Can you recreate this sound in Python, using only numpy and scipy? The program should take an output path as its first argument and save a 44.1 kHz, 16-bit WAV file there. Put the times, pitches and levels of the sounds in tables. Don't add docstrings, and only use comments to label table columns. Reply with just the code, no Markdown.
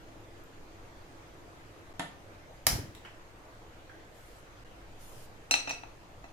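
import sys
import numpy as np
from scipy import signal
from scipy.fft import rfft, irfft, next_fast_len
from scipy.io import wavfile
from scipy.ndimage import uniform_filter1d, map_coordinates

SR = 44100
rng = np.random.default_rng(int(sys.argv[2]) if len(sys.argv) > 2 else 0)


def int16_out(signal):
    q = np.round(np.clip(np.atleast_2d(signal).T, -1, 1) * 32767)
    wavfile.write(sys.argv[1], SR, q.astype(np.int16))


N = 279076

# (centre [s], half width [s])
DIPS = [(1.934, 0.0047), (4.643, 0.0058)]


def pot(out):
    # (time [s], level [dB], rattle [s], contact [ms], stove level [dB], ring level [dB])
    touches = [(5.510, -14.5, .012, 0.0094, 7, 15.5), (5.5396, -10.5, 0.0037, 0.025, 3, 8.5),
               (5.550, -27, 0.006, 0.025, 0, 21), (5.6736, -31.5, 0.02, 0.077, 6, 15),
               (5.693, -31, .019, 0.011, 0, 6), (5.699, -33.5, 0.024, 0.031, 3, 5),
               (5.708, -19, 0.0023, 0.07, 6, 19.5), (5.8345, -33.5, 0.0044, 0.092, 5.5, 3.5),
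               (6.241, -41.5, 0.011, 0.042, 18.5, 12)]
    steel_hz = [2277, 2433, 2541, 2627, 2657, 2705, 3741, 3959, 4083, 4124, 4153, 4235, 4735, 5130, 5605,
                5696, 6051, 6083, 6700, 7276, 7432, 7615, 8188, 9189, 9765, 10400, 10710, 11850, 12300,
                12650]
    # (level [dB], t60 [s])
    steel_modes = [(-22, .2), (-24, .2), (-21, 0.11), (-22, 0.42), (-6, 0.063), (-5.5, 0.2), (-6, 0.21),
                   (-6, .2), (-6.5, 0.26), (-2.5, 0.24), (-1, 0.32), (-10.5, .18), (-8, 0.19), (-19, .1),
                   (1, 0.19), (-14, 0.18), (3, 0.12), (-11, 0.21), (-7, .15), (-9, 0.23), (-11.5, 0.22),
                   (-5, 0.24), (-2, 0.35), (-15, 0.18), (-7.5, .2), (-12.5, .17), (-23, 0.13), (-18, 0.17),
                   (-17, .18), (-20, 0.18)]
    # (centre [Hz], width [Hz], level [dB])
    broad_modes = [(51.3, 16, -5), (2576, 143, 11), (4140, 190, 3), (5640, 88, -4), (5840, 160, 7.5)]
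    twin_split, twin_db = 0.0078, 2.5

    mode_db, t60_s = np.transpose(steel_modes)
    width_hz = np.log(1000) / np.pi / t60_s
    for s, db, rattle_s, contact_ms, stove_db, ring_db in touches:
        luck = rng.standard_normal((4, len(steel_modes)))
        struck_db = ring_db + mode_db + 2 * luck[:3]
        twin_hz = steel_hz * (1 + twin_split * luck[3])
        free = zip(steel_hz, width_hz, struck_db[0])
        twin = zip(twin_hz, 1.2 * width_hz, struck_db[2] + twin_db)
        held = zip(steel_hz, 6 * width_hz, struck_db[1] - 9)
        body = broad_modes + [*free, *twin, *held]
        touch = knock(body, rattle_s, contact_ms, stove_db, crack_db=-15.5)
        add(out, s, amp(db) * touch, pan_db=-0.5, lag_s=-0.00027, room_db=-4.5)


def lighter(out):
    # (time [s], level [dB], rattle [s], contact [ms], left-right [dB], stove level [dB])
    hits = [(2.667, -6, 0.00033, 0.0023, -10.5, 0), (2.6685, -10, 0.0029, 0.0083, 4.5, -2)]
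    # (centre [Hz], width [Hz], level [dB])
    tube_modes = [(1980, 560, -3), (5160, 450, 3), (5840, 290, 4), (7350, 950, 0.5), (10050, 760, 3.5),
                  (11900, 3400, -0.5), (14400, 1500, -4)]
    # (centre [Hz], width [Hz], level [dB])
    button_modes = [(1960, 320, 7), (3820, 480, 7), (5730, 540, -7), (7390, 550, 4.5), (11600, 3000, -8)]
    release_s, release_db = 2.95, -46

    for s, db, rattle_s, contact_ms, pan_db, stove_db in hits:
        snap = knock(tube_modes, rattle_s, contact_ms, stove_db, crack_db=-16)
        add(out, s, amp(db) * snap, pan_db, lag_s=0.00008, room_db=0)
    tick = knock(button_modes, rattle_s=0.005, contact_ms=0.0067, stove_db=-11.5, crack_db=-15)
    add(out, release_s, amp(release_db) * tick, pan_db=-6, lag_s=0.00008, room_db=4.5)


def flame():
    # (time [s], level [dB], pitch [Hz])
    puff_train = [(2.678, -32.5, 100), (2.704, -33.5, 158), (2.732, -31, 111), (2.736, -29.5, 47),
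                  (2.76, -28, 107), (2.8, -31.5, 105), (2.844, -40, 114), (2.895, -42, 104)]
    puff_cycles = 0.82
    port_phase, pan_db = 0.215, 0.3
    spark_s, blaze_s, hold_s, blaze_db = 2.667, 2.742, 0.047, -41.5
    rise_db_s, fall_db_s = 62, 112

    t = np.arange(N) / SR
    luck = rng.uniform(-0.9, 1, (len(puff_train), 2))
    port_sign = np.array([1, -1])[:, None, None]
    phase = np.pi * luck[:, :1] + port_phase * np.sign(luck[:, 1:]) * port_sign
    s, db, hz = (column[:, None] for column in np.transpose(puff_train))
    cycles = hz * (t - s)
    bell = amp(db) * np.exp(-(cycles / puff_cycles) ** 2)
    puffs = np.sum(bell * np.sin(2 * np.pi * cycles + phase), axis=1)

    blaze = (t > spark_s) * swell(blaze_s, hold_s, rise_db_s, fall_db_s)
    roar = amp(blaze_db) * blaze * diffuse(resonances([(179, 160, 0)]), patchy_db=2.5)
    return puffs * amp([[pan_db / 2], [-pan_db / 2]]) + roar


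def knob(out):
    # (time [s], level [dB], rattle [s], contact [ms], left-right [dB], stove level [dB])
    clicks = [(1.995, -26.5, 0.0092, 0.018, -3.5, 2.5), (2.0048, -31, 0.0031, 0.026, 9, 14)]
    # (centre [Hz], width [Hz], level [dB])
    panel_modes = [(157, 60, 2), (1810, 39, 8), (3165, 1270, -5.5), (4670, 640, -25), (6700, 900, -15.5),
                   (10900, 650, -5)]
    for s, db, rattle_s, contact_ms, pan_db, stove_db in clicks:
        click = knock(panel_modes, rattle_s, contact_ms, stove_db, crack_db=-34)
        add(out, s, amp(db) * click, pan_db, lag_s=0.00014, room_db=0.5)


def clink(out):
    # (centre [Hz], width [Hz], level [dB])
    lid_modes = [(6600, 200, -11), (8150, 220, -6), (11900, 60, 9), (13800, 60, -3), (15250, 55, -14)]
    clink_s, clink_db = 0.437, -56
    tick = knock(lid_modes, rattle_s=0.002, contact_ms=0.003, stove_db=-40, crack_db=-25)
    add(out, clink_s, amp(clink_db) * tick, pan_db=0, lag_s=0, room_db=-2)


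def taps(out):
    # (time [s], level [dB], rattle [s], ring [Hz], ring width [Hz], ring level [dB], contact [ms],
    # left-right [dB])
    far_taps = [(3.049, -49.5, 0.037, 3170, 300, 1, .04, -2),
                (3.894, -48.5, 0.014, 1580, 90, 14.5, 0.08, -6)]
    for s, db, rattle_s, hz, width_hz, ring_db, contact_ms, pan_db in far_taps:
        body = [(hz, width_hz, ring_db), (1700, 1600, 0)]
        tap = knock(body, rattle_s, contact_ms, stove_db=-18, crack_db=-15)
        add(out, s, amp(db) * tap, pan_db, lag_s=0, room_db=5.5)


def swish():
    # (start of hold [s], hold [s], level [dB])
    hisses = [(4.155, .24, -66.5), (5.015, 0.23, -58.5)]
    # (frequency [Hz], level [dB])
    swish_colour = [(1200, -35), (3000, -5.5), (7000, -3), (12000, -4.5), (15300, -10), (15700, -41)]
    rise_db_s, fall_db_s = 396.5, 300
    level = sum(amp(db) * swell(s, hold_s, rise_db_s, fall_db_s) for s, hold_s, db in hisses)
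    return level * diffuse(lambda hz: amp(along(swish_colour, hz)), patchy_db=3.5)


def air():
    # (rumble [dB], hum [dB], hiss [dB])
    room_levels = [(-54, -60, -55), (-54, -65.5, -55), (-53.5, -66.5, -55)]
    # (frequency [Hz], level [dB])
    rumble_colour = [(5, -16), (10, 6), (18, -4), (27, -18), (45, -4), (68, -14), (97, -6.5), (135, -13),
                     (160, -16), (230, -20), (320, -44), (550, -120)]
    # (centre [Hz], width [Hz], level [dB])
    hum_modes = [(260, 21, -2), (333.8, 30, 4.5)]
    # (frequency [Hz], level [dB])
    hiss_colour = [(120, -21), (200, -17.5), (322, -4.5), (387, -8), (448, -3.5), (722, -5.5), (777, -7),
                   (1420, -11), (1560, -11.5), (5520, -25), (6400, -23.5), (9060, -31.5), (13600, -34),
                   (15300, -37), (15700, -68)]
    drift_db, drift_per_s = -0.52, 1.67

    stretch = np.searchsorted([s for s, half in DIPS], np.arange(N) / SR)
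    rumble_db, hum_db, hiss_db = (db[stretch] + drift_db * wander(drift_per_s)
                                  for db in np.transpose(room_levels))
    rumble = amp(rumble_db) * diffuse(lambda hz: amp(along(rumble_colour, hz)), patchy_db=0.1)
    hum = amp(hum_db) * diffuse(resonances(hum_modes), patchy_db=0.5)
    hiss = amp(hiss_db) * diffuse(lambda hz: amp(along(hiss_colour, hz)), patchy_db=1.5)
    return rumble + hum + hiss


def knock(body, rattle_s, contact_ms, stove_db, crack_db):
    # (centre [Hz], width [Hz], level [dB])
    stove_modes = [(271.3, 25, -1), (489.4, 60, -5), (701, 95, 1.5), (911, 100, 1.5), (1300, 230, -3.5),
                   (2003, 32, 0)]
    t = np.arange(SR * 2 // 5) / SR
    fading = amp(-10 * t / rattle_s)
    noise = rng.standard_normal((3, len(t)))
    shake = (noise[0] + 0.79 * noise[1:]) * fading ** 2
    z = rfft(shake)
    shake = irfft(z / np.abs(z), len(t)) * fading

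    def response(hz):
        parts = resonances(body)(hz) + amp(stove_db) * resonances(stove_modes)(hz) + amp(crack_db)
        return parts / (1 + 2j * np.pi * hz * contact_ms / 1000) ** 2

    x = filtered(shake, response)
    return x / np.sqrt(np.mean(x ** 2) * len(t) / (rattle_s * SR)) / 2


def add(out, s, x, pan_db, lag_s, room_db):
    # (frequency [Hz], t60 [s])
    wall_decay = [(150, 0.525), (1000, 0.37), (4000, 0.37), (12000, 0.28)]
    hz, t, z = signal.stft(rng.standard_normal((2, SR // 2)), SR, nperseg=256)
    decay = amp(-60 * t / along(wall_decay, hz)[:, None])
    tail = signal.istft(z * decay, SR, nperseg=256)[1]
    tail = at_ports(tail, np.ones_like)
    x = np.pad(np.broadcast_to(x, (2, x.shape[-1])), ((0, 0), (0, SR // 2)))
    wet = signal.fftconvolve(x, tail / np.linalg.norm(tail[0]), axes=1)[:, :x.shape[1]]
    both = x * amp([[pan_db / 2], [-pan_db / 2]]) + amp(room_db) * wet
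    both[0] = np.roll(both[0], round(lag_s * SR))
    start = round(s * SR)
    out[:, start:start + both.shape[1]] += both[:, :N - start]


def diffuse(gain, patchy_db):
    z = signal.stft(rng.standard_normal((2, N + 512)), nperseg=512)[2]
    field = uniform_filter1d(rng.standard_normal(z.shape[1:]), size=5, axis=0)
    field = uniform_filter1d(field, size=12, axis=1)
    noise = signal.istft(z * amp(patchy_db * unit(field)), nperseg=512)[1][:, :N]
    return unit(at_ports(noise, gain))


def at_ports(pair, gain):
    ports_m, sound_m_s = 0.155, 343

    def response(hz):
        turn = np.arccos(0.9 * np.sinc(2 * hz * ports_m / sound_m_s)) / 2
        return gain(hz) * np.array([np.cos(turn), np.sin(turn)])

    mid, side = filtered(pair, response)
    return np.array([mid + side, mid - side])


def resonances(peaks):
    return lambda f: sum((-1) ** k * amp(db) * 1j * f * w / (c * c - f * f + 1j * f * w)
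                         for k, (c, w, db) in enumerate(peaks))


def filtered(x, response):
    n = x.shape[-1]
    m = next_fast_len(n + 8192)
    return irfft(rfft(x, m) * response(np.fft.rfftfreq(m, 1 / SR)), m)[..., :n]


def swell(start, hold, rise_db_s, fall_db_s):
    t = np.arange(N) / SR - start
    return amp(np.minimum(rise_db_s * t, 0) - fall_db_s * np.maximum(t - hold, 0))


def wander(rate):
    knots = rng.standard_normal(int(N * rate / SR) + 4)
    return map_coordinates(knots, [np.arange(N) * rate / SR])


def along(points, hz):
    f, v = np.transpose(points)
    return np.interp(np.log(hz + 1), np.log(f + 1), v)


def unit(x):
    return x / np.sqrt(np.mean(x ** 2) + 1e-20)


def amp(db):
    return 10 ** (np.asarray(db) / 20)


def scene():
    out = air() + swish() + flame()
    for source in (knob, lighter, taps, pot, clink):
        source(out)
    return out


def record(dry):
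    top_hz = 16200
    t = np.arange(N) / SR
    for s, half in DIPS:
        dry = dry * np.clip(np.abs(t - s) / half, 0, 1)
    return filtered(dry, lambda hz: hz < top_hz)


dry = scene()
out = record(dry)
int16_out(out)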